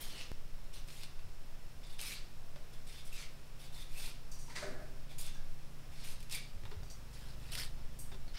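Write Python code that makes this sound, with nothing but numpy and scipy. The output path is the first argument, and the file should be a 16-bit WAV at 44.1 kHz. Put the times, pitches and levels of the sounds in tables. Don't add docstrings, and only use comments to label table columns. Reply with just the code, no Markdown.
import sys
import numpy as np
from scipy import signal
from scipy.fft import rfft, irfft
from scipy.io import wavfile
from scipy.ndimage import uniform_filter1d

SR = 44100
rng = np.random.default_rng(int(sys.argv[2]) if len(sys.argv) > 2 else 0)


def unload_wav(signal):
    wavfile.write(
        sys.argv[1],
        SR,
        np.round(np.clip(np.atleast_2d(signal).T, -1, 1) * 32767).astype(np.int16),
    )


N = 369558
TIME = np.arange(N) / SR
CLOSE_AT = 6.77

# frequency in Hz, gain in dB.
TEAR_COLOUR = [(150, -10), (500, -9.5), (1100, -6.5), (1700, -3.5), (2200, 1), (3400, 1.5), (5100, 1),
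               (6400, -8), (9000, -6.5), (15000, -45)]
# frequency in Hz, gain in dB.
FIZZ_COLOUR = [(1500, -41), (4500, -20.5), (6800, 1), (8800, 8.5), (12000, 2.5), (14000, -1), (16000, -7.5)]


def gain_of(db):
    return 10 ** (np.asarray(db) / 20)


def evened(x):
    return x / np.sqrt(np.mean(x ** 2) + 1e-20)


def read(points, hz):
    f, value = np.transpose(points)
    return np.interp(np.log(hz + 1), np.log(f + 1), value)


def add(mix, s, sound):
    part = mix[max(round(s * SR), 0):][:len(sound)]
    part += sound[:len(part)]


def coloured(x, points):
    gain = gain_of(read(points, np.fft.rfftfreq(len(x), 1 / SR)))
    return irfft(rfft(x) * gain, len(x))


def ring_of(points, size=1024):
    log_gain = np.log(gain_of(read(points, abs(np.fft.fftfreq(size, 1 / SR)))))
    click = np.fft.ifft(np.exp(np.conj(signal.hilbert(log_gain)))).real[:size // 2]
    return click / np.linalg.norm(click)


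def filtered(x, points):
    return signal.lfilter(ring_of(points), 1, x)


def resonate(x, hz, width):
    turn = np.exp(2j * np.pi * np.cumsum(hz * np.ones(len(x))) / SR)
    r = np.exp(-np.pi * width / SR)
    return 2 * (turn * signal.lfilter([1 - r], [1, -r], x / turn + 1e-18)).real


def mode(x, hz, width):
    return evened(resonate(resonate(x, hz, width), hz, width))


def wander(length, rate):
    knots = rng.standard_normal(int(length / SR * rate) + 2)
    return np.interp(np.arange(length) / SR * rate, np.arange(len(knots)), knots)


def played(rows):
    s, *columns = np.transpose(rows)
    t = np.arange(s[0], s[-1], 1 / SR)
    return s[0], *(np.interp(t, s, c) for c in columns)


def crackle(length, per_s, spread_db, clump_db):
    size_db = spread_db * np.minimum(rng.exponential(1, length), 4) + clump_db * wander(length, 263.0)
    struck = rng.random(length) < per_s / SR
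    clicks = gain_of(size_db) * rng.choice([-1, 1], length) * struck
    return clicks / np.sqrt(abs(uniform_filter1d(clicks ** 2, size=1100)) + 1e-4)


def dappled(x, patchy_db):
    z = signal.stft(x, SR, nperseg=256, noverlap=192)[2]
    blur = np.outer(np.hanning(6), np.hanning(22))
    patches = evened(signal.fftconvolve(rng.standard_normal(z.shape), blur, "same"))
    sound = signal.istft(z * gain_of(patchy_db * patches), SR, nperseg=256, noverlap=192)[1]
    return np.std(x) * evened(sound[:len(x)])


def stroke(start, length, tear_db, fizz_db, swell_db, top_hz, sag, flap_db):
    # multiple of its pitch, width of each resonance in Hz, level in dB.
    flap_modes = [(1, 435, -4), (1.8, 500, -30)]
    # frequency in Hz, gain in dB.
    close_colour = [(150, -14), (600, -8), (1100, -12.5), (1450, -2.5), (2500, -2), (3400, 0), (4400, 0.5),
                    (5400, -0.5), (6300, -14), (9000, -31), (15000, -44.5)]
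    bite_s = 0.0091
    tear_release, fizz_release = 306, 380
    dulling = 37
    fizz_swell = 0.97
    flap_growth = 39

    t = np.arange(round(length * SR) + SR // 8) / SR
    progress, after = np.minimum(t / length, 1), np.maximum(t - length, 0)
    close = start > CLOSE_AT
    fibres = crackle(len(t), per_s=2200 if close else 3400, spread_db=1.5, clump_db=0.4)

    flap_hz = top_hz * 2 ** (-sag * progress)
    flap = sum(gain_of(db) * mode(fibres, k * flap_hz, width) for k, width, db in flap_modes)
    lift = gain_of(flap_db + flap_growth * length * (progress - 2.0))
    body = evened(filtered(fibres, close_colour if close else TEAR_COLOUR))
    tear = (body + lift * flap) / np.hypot(1, lift * np.std(flap))
    fizz = filtered(fibres, FIZZ_COLOUR)

    fizz_change_db = fizz_swell * swell_db - dulling * length
    tear_gain = gain_of(tear_db + swell_db * (progress - .5) - tear_release * after)
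    fizz_gain = gain_of(fizz_db + fizz_change_db * (progress - .5) - fizz_release * after)
    bite = np.minimum(t / bite_s, 1)
    return start, bite * dappled(tear_gain * tear + fizz_gain * fizz, patchy_db=2.8)


def air():
    # frequency in Hz, gain in dB.
    hiss_colour = [(18, -19), (30, 0.5), (55, -4.5), (86, -9), (130, -9.5), (200, -15.5), (449, -18.5),
                   (583, -18), (811, -21), (1300, -23), (2460, -26.5), (4230, -28), (5230, -30.5),
                   (15500, -37)]
    # centre in Hz, width of each resonance in Hz, level before the swell in dB.
    hiss_bands = [(2551, 610, -79), (5290, 760, -76)]
    # time in seconds, gain in dB.
    hiss_swell = [(0, 5.5), (.45, 1), (6.9, 1.43), (7.4, 2.5), (8.38, 1)]
    # frequency in Hz, gain in dB.
    draught_colour = [(1, -21.5), (4, 0.5), (12, 5), (16, -8), (23, -3), (27, -26), (33, -57), (120, -84)]

    hiss = coloured(rng.standard_normal(N), hiss_colour)
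    high_pass = signal.butter(2, 200, "high", fs=SR, output="sos")
    hiss *= gain_of(-62.5) / np.std(signal.sosfilt(high_pass, hiss))
    bands = sum(gain_of(db) * mode(rng.standard_normal(N), f, width) for f, width, db in hiss_bands)
    swell = gain_of(np.interp(TIME, *np.transpose(hiss_swell)) + 0.14 * wander(N, 31))
    draught = evened(coloured(rng.standard_normal(N), draught_colour)) * signal.windows.tukey(N, .01)
    return swell * (hiss + bands) + gain_of(-38.5) * draught


def tick(db, hz, t60):
    # frequency in Hz, width in Hz, typical level in dB.
    blade = [(4644, 61, 10), (5830, 120, 6), (6600, 170, -1), (8470, 110, 7), (9300, 250, -4),
             (10630, 47, 0.5), (11700, 93, -1)]
    t = np.arange(SR // 3) / SR
    touch = rng.standard_normal(len(t)) * gain_of(-60 * t / t60)
    steel = sum(gain_of(level + 2.5 * rng.standard_normal()) * evened(resonate(touch, f, width))
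                for f, width, level in blade)
    colour = [(hz / 3, -28), (hz / 2.2, -19), (hz / 1.19, -3), (hz, 0), (hz * 1.4, -4), (hz * 2, -13)]
    sound = filtered(evened(touch) + .6 * evened(steel), colour)
    return gain_of(db) * sound / np.std(sound[:SR // 100])


def pop():
    at, fade = .3172, 0.021
    return gain_of(-32) * (TIME >= at) * np.exp(-abs(TIME - at) / fade)


def engine(rows, orders):
    s, fifth_hz, db = played(rows)
    turns = np.cumsum(fifth_hz) / 5 / SR
    hum = 0
    for k, level in orders:
        waver = gain_of(.9 * wander(len(turns), 5))
        hum = hum + gain_of(level) * waver * np.sin(2 * np.pi * (k * turns + rng.random()))
    return s, gain_of(db) * hum * signal.windows.tukey(len(hum), .01)


def snap(crack_db, fizz_db):
    t = np.arange(SR // 40) / SR
    splinters = (t == 0) + 0.085 * rng.standard_normal(len(t)) * np.exp(-t / 0.0074)
    crack, fizz = filtered(splinters, TEAR_COLOUR), filtered(splinters, FIZZ_COLOUR)
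    return gain_of(crack_db) * crack / abs(crack).max() + gain_of(fizz_db) * fizz / abs(fizz).max()


def knock(db, hz, t60, ring_db):
    t = np.arange(SR // 3) / SR
    blow = (t == 0) + 0.093 * rng.standard_normal(len(t)) * gain_of(-60 * t / t60)
    body = filtered(blow, [(100, 4), (500, 0.5), (1500, -3.5), (5200, -8.5), (6500, -19.5), (15000, -26)])
    sound = evened(body) + gain_of(ring_db) * mode(body, hz, hz / 8)
    return gain_of(db) * sound / abs(sound).max()


def bump(db, hz):
    t = np.arange(SR // 4) / SR
    u = t / 0.01
    return gain_of(db) * u * np.exp(1 - u) * np.sin(2 * np.pi * hz * t)


def clatter(start, skid_db, rattle_db, boom_db):
    # frequency in Hz, gain in dB.
    skid_colour = [(400, -19), (1100, -7), (1500, -7.5), (2000, 2.5), (2500, -7), (3200, -11), (3900, -5.5),
                   (4600, -3.5), (5200, -9.5), (6300, -10), (7600, -14.5), (8700, -12.5), (10000, -20),
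                   (14000, -32)]
    # frequency in Hz, width of each resonance in Hz, level in dB.
    hollow = [(200, 79, -1), (265, 53, 0.5), (332, 49, -2.5), (391, 8, 2.5), (500, 53, -1.5),
              (602, 26, 2.5), (615, 17, 0), (674, 44, -1.5), (760, 59, -3.5), (1290, 460, -5),
              (1540, 320, 0), (1690, 55, -5), (1850, 155, -8), (1979, 590, -12)]
    rise_s = 0.013
    skid_fall, rattle_fall, boom_fall = 122, 91, 70

    t = np.arange(SR // 2) / SR
    contacts = crackle(len(t), per_s=9000, spread_db=1.0, clump_db=-1.0)
    rings = np.array([gain_of(db) * mode(contacts, f, width) for f, width, db in hollow])
    low = np.transpose(hollow)[0] < 1100
    skid = gain_of(skid_db - skid_fall * t) * dappled(filtered(contacts, skid_colour), patchy_db=0.5)
    rattle = gain_of(rattle_db - rattle_fall * t) * evened(rings[~low].sum(0))
    boom = gain_of(boom_db - boom_fall * t) * evened(rings[low].sum(0))
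    return start, np.minimum(t / rise_s, 1) * (skid + rattle + boom)


def kitchen(x):
    # frequency in Hz, time to fall 60 dB in seconds.
    room_decay = [(150, 1), (1000, 0.32), (4000, 0.46), (9000, 0.3), (15000, 0.1)]
    taps = rng.choice([-1., 1.], SR // 2) * (rng.random(SR // 2) < 3000 / SR)
    taps[:SR // 300] = 0
    hz, t, z = signal.stft(taps, SR, nperseg=256)
    decay = gain_of(-60 * t / read(room_decay, hz)[:, None])
    tail = signal.istft(z * decay, SR, nperseg=256)[1]
    return signal.fftconvolve(x, tail / np.linalg.norm(tail))[:N]


def scene():
    # start in seconds, length in seconds, tearing level in dB,
    # fizz level in dB, swell over the pull in dB, flap pitch in Hz, flap sag in octaves, flap ring in dB.
    pulls = [ (0.0, 0.14, -55, -58.5, 0, 3200, .1, 1), (0.143, .072, -52.5, -64, 8.5, 2950, 0.18, 4),
             (0.728, 0.056, -57, -62, -2, 3500, .05, -11), (0.87, 0.17, -60.5, -62, 8, 3200, 0.36, -12),
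             (1.831, 0.011, -57, -69, -3, 3600, .03, 3), (1.858, .012, -62, -69, 0, 3580, .03, 2),
             (1.894, .012, -57, -64, -2, 3600, .03, 1), (1.921, 0.013, -62, -63, 0, 3600, .03, 6),
             (1.984, 0.052, -50, -52.5, 2, 3300, 0.42, -2), (2.043, 0.086, -50, -50.5, 2, 2600, .1, -8),
             (2.145, 0.042, -55.5, -65, -2, 2480, 0.164, -14), (2.728, .02, -61.5, -65, -9, 3420, .03, -1),
             (2.864, 0.14, -59, -64, 2, 3570, .03, 0), (3.043, 0.036, -63, -62, 5, 3320, .05, -9),
             (3.115, 0.11, -54, -60, 5.5, 2760, 0.31, 2), (3.59, 0.066, -60.5, -63, 1, 3470, .03, -6),
             (3.723, 0.1, -58.5, -61, 5, 3550, .02, 0), (3.889, .085, -63, -63, 15, 2520, .03, 2),
             (3.972, 0.11, -52, -53.5, 2.5, 2560, .02, -2), (5.091, .025, -61.5, -67, 6, 3470, .03, -2),
             (5.178, 0.056, -55, -50.5, -5, 2400, .03, -22), (5.237, 0.047, -55.5, -61, 4, 3450, .03, -6),
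             (5.911, .13, -61.5, -68, 9, 2800, .05, -17.5), (6.035, 0.092, -56, -56.5, 0, 2550, .05, -21),
             (6.305, .051, -45.5, -49.5, 0.5, 2650, 0.19, 1), (7.124, 0.21, -63.5, -69.5, 0, 1900, .25, 2),
             (7.392, 0.11, -63.5, -69.5, 9, 2610, .05, -8),
             (7.513, 0.047, -48, -51.5, -2.5, 5000, 0.13, -6), (7.568, .02, -44, -49.5, 1.5, 4440, .05, -4),
             (7.587, 0.065, -48, -52.5, -5.5, 2070, .1, -8), (8.336, 0.043, -54, -71, 5, 3200, .05, -23), ]
    # start in seconds, level in dB, centre in Hz, noise t60 in seconds.
    touches = [(0.0114, -50, 12000, 0.19), (4.3155, -53.5, 5830, 0.4), (4.3883, -57.5, 6460, 1),
               (5.344, -62.5, 5900, 0.34), (6.8324, -64, 4900, 0.4), (6.9, -54.5, 5470, 0.28),
               (7.1312, -64, 4800, 0.32), (7.9892, -50.5, 8470, 0.34)]
    # time in seconds, fifth harmonic in Hz, overall gain in dB.
    engine_far, engine_near = [(.32, 141.2, -60.5), (3.95, 140.4, -58), (4.6, 141.7, -55.5),
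                               (6.77, 142, -56)], [(6.8, 140, -51.5), (6.88, 127, -61),
                                                   (7.42, 127.1, -55.5), (8.1, 131, -58),
                                                   (8.38, 133.4, -62.5)]
    # multiple of the firing rate, level in dB.
    orders_far, orders_near = [(2, -4.5), (4, -6.5), (5, -2.5), (6, -21.5), (7, -15.5), (8, -15.5),
                               (9, -25)], [(2, 6.5), (3, -14), (4, -2.5), (5, 0.5), (6, -4.5),
                                                   (7, -15), (8, -12), (9, -11.5), (10, -17.5)]
    # start in seconds, crack peak in dB, fizz peak in dB.
    breaks = [(0.8856, -38, -50.5), (0.9033, -38, -50.5), (1.034, -32, -41), (1.9934, -32, -50),
              (2.014, -35, -29), (2.0374, -33, -40), (2.1212, -39, -46), (3.9994, -36, -45),
              (5.2134, -55, -32), (5.2654, -47, -34), (6.2048, -41, -43), (6.229, -42, -43),
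              (6.298, -36, -41), (6.3254, -30, -29), (6.3491, -37, -27.5), (7.553, -26, -31.5),
              (7.5802, -35.5, -44.5), (7.6124, -42, -40.5)]
    # start in seconds, peak in dB, ring in Hz,
    # t60 of the rattle in seconds, ring strength in dB.
    blows = [(1.193, -44, 2620, .05, -12), (2.5605, -40, 600, 0.086, -10), (4.48, -47.5, 964, 0.94, 0),
             (5.355, -50.5, 1600, 0.27, 1.5), (6.6365, -39.5, 1880, 0.026, -8),
             (6.654, -36, 3830, 0.052, -10), (6.715, -40.5, 407, 0.11, -4), (6.8325, -40, 770, 0.019, -9),
             (7.78, -48, 900, 0.33, -8), (8.118, -40.5, 3600, 0.18, -7), (8.145, -39, 390, 0.064, -7),
             (8.280, -43.5, 4300, 0.19, -3)]
    # start in seconds, level in dB, pitch in Hz.
    thuds = [(1.245, -48.5, 84), (1.745, -49.5, 75), (2.645, -56, 71), (5.012, -52, 99),
             (5.888, -48, 74.74), (6.552, -44.5, 84.5), (6.635, -44, 99.6), (6.765, -39, 79),
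             (6.825, -47, 93.6)]
    # start in seconds, then the
    # starting levels of skid, rattle and boom in dB.
    contacts = [(4.49, -55, -68, -70), (4.55, -41, -67, -56), (4.615, -50, -50, -45),
                (4.68, -69, -58, -52.5), (4.775, -74, -59, -57.5)]

    knife, rest = np.zeros(N), air() + pop()
    for row in pulls:
        add(knife, *stroke(*row))
    for table, voice, mix in (breaks, snap, knife), (blows, knock, knife), (touches, tick, rest), (thuds, bump, rest):
        for s, *row in table:
            add(mix, s, voice(*row))
    for row in contacts:
        add(rest, *clatter(*row))
    add(rest, *engine(engine_far, orders_far))
    add(rest, *engine(engine_near, orders_near))
    wet = np.where(TIME < CLOSE_AT, gain_of(-6.5), gain_of(-20.0))
    return (knife + kitchen(wet * knife) + rest)[None]


def record(dry):
    low_pass = signal.firwin(1023, 15780, window=("kaiser", 9), fs=SR)
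    return signal.oaconvolve(dry, low_pass[None], "same")


dry = scene()
out = record(dry)
unload_wav(out)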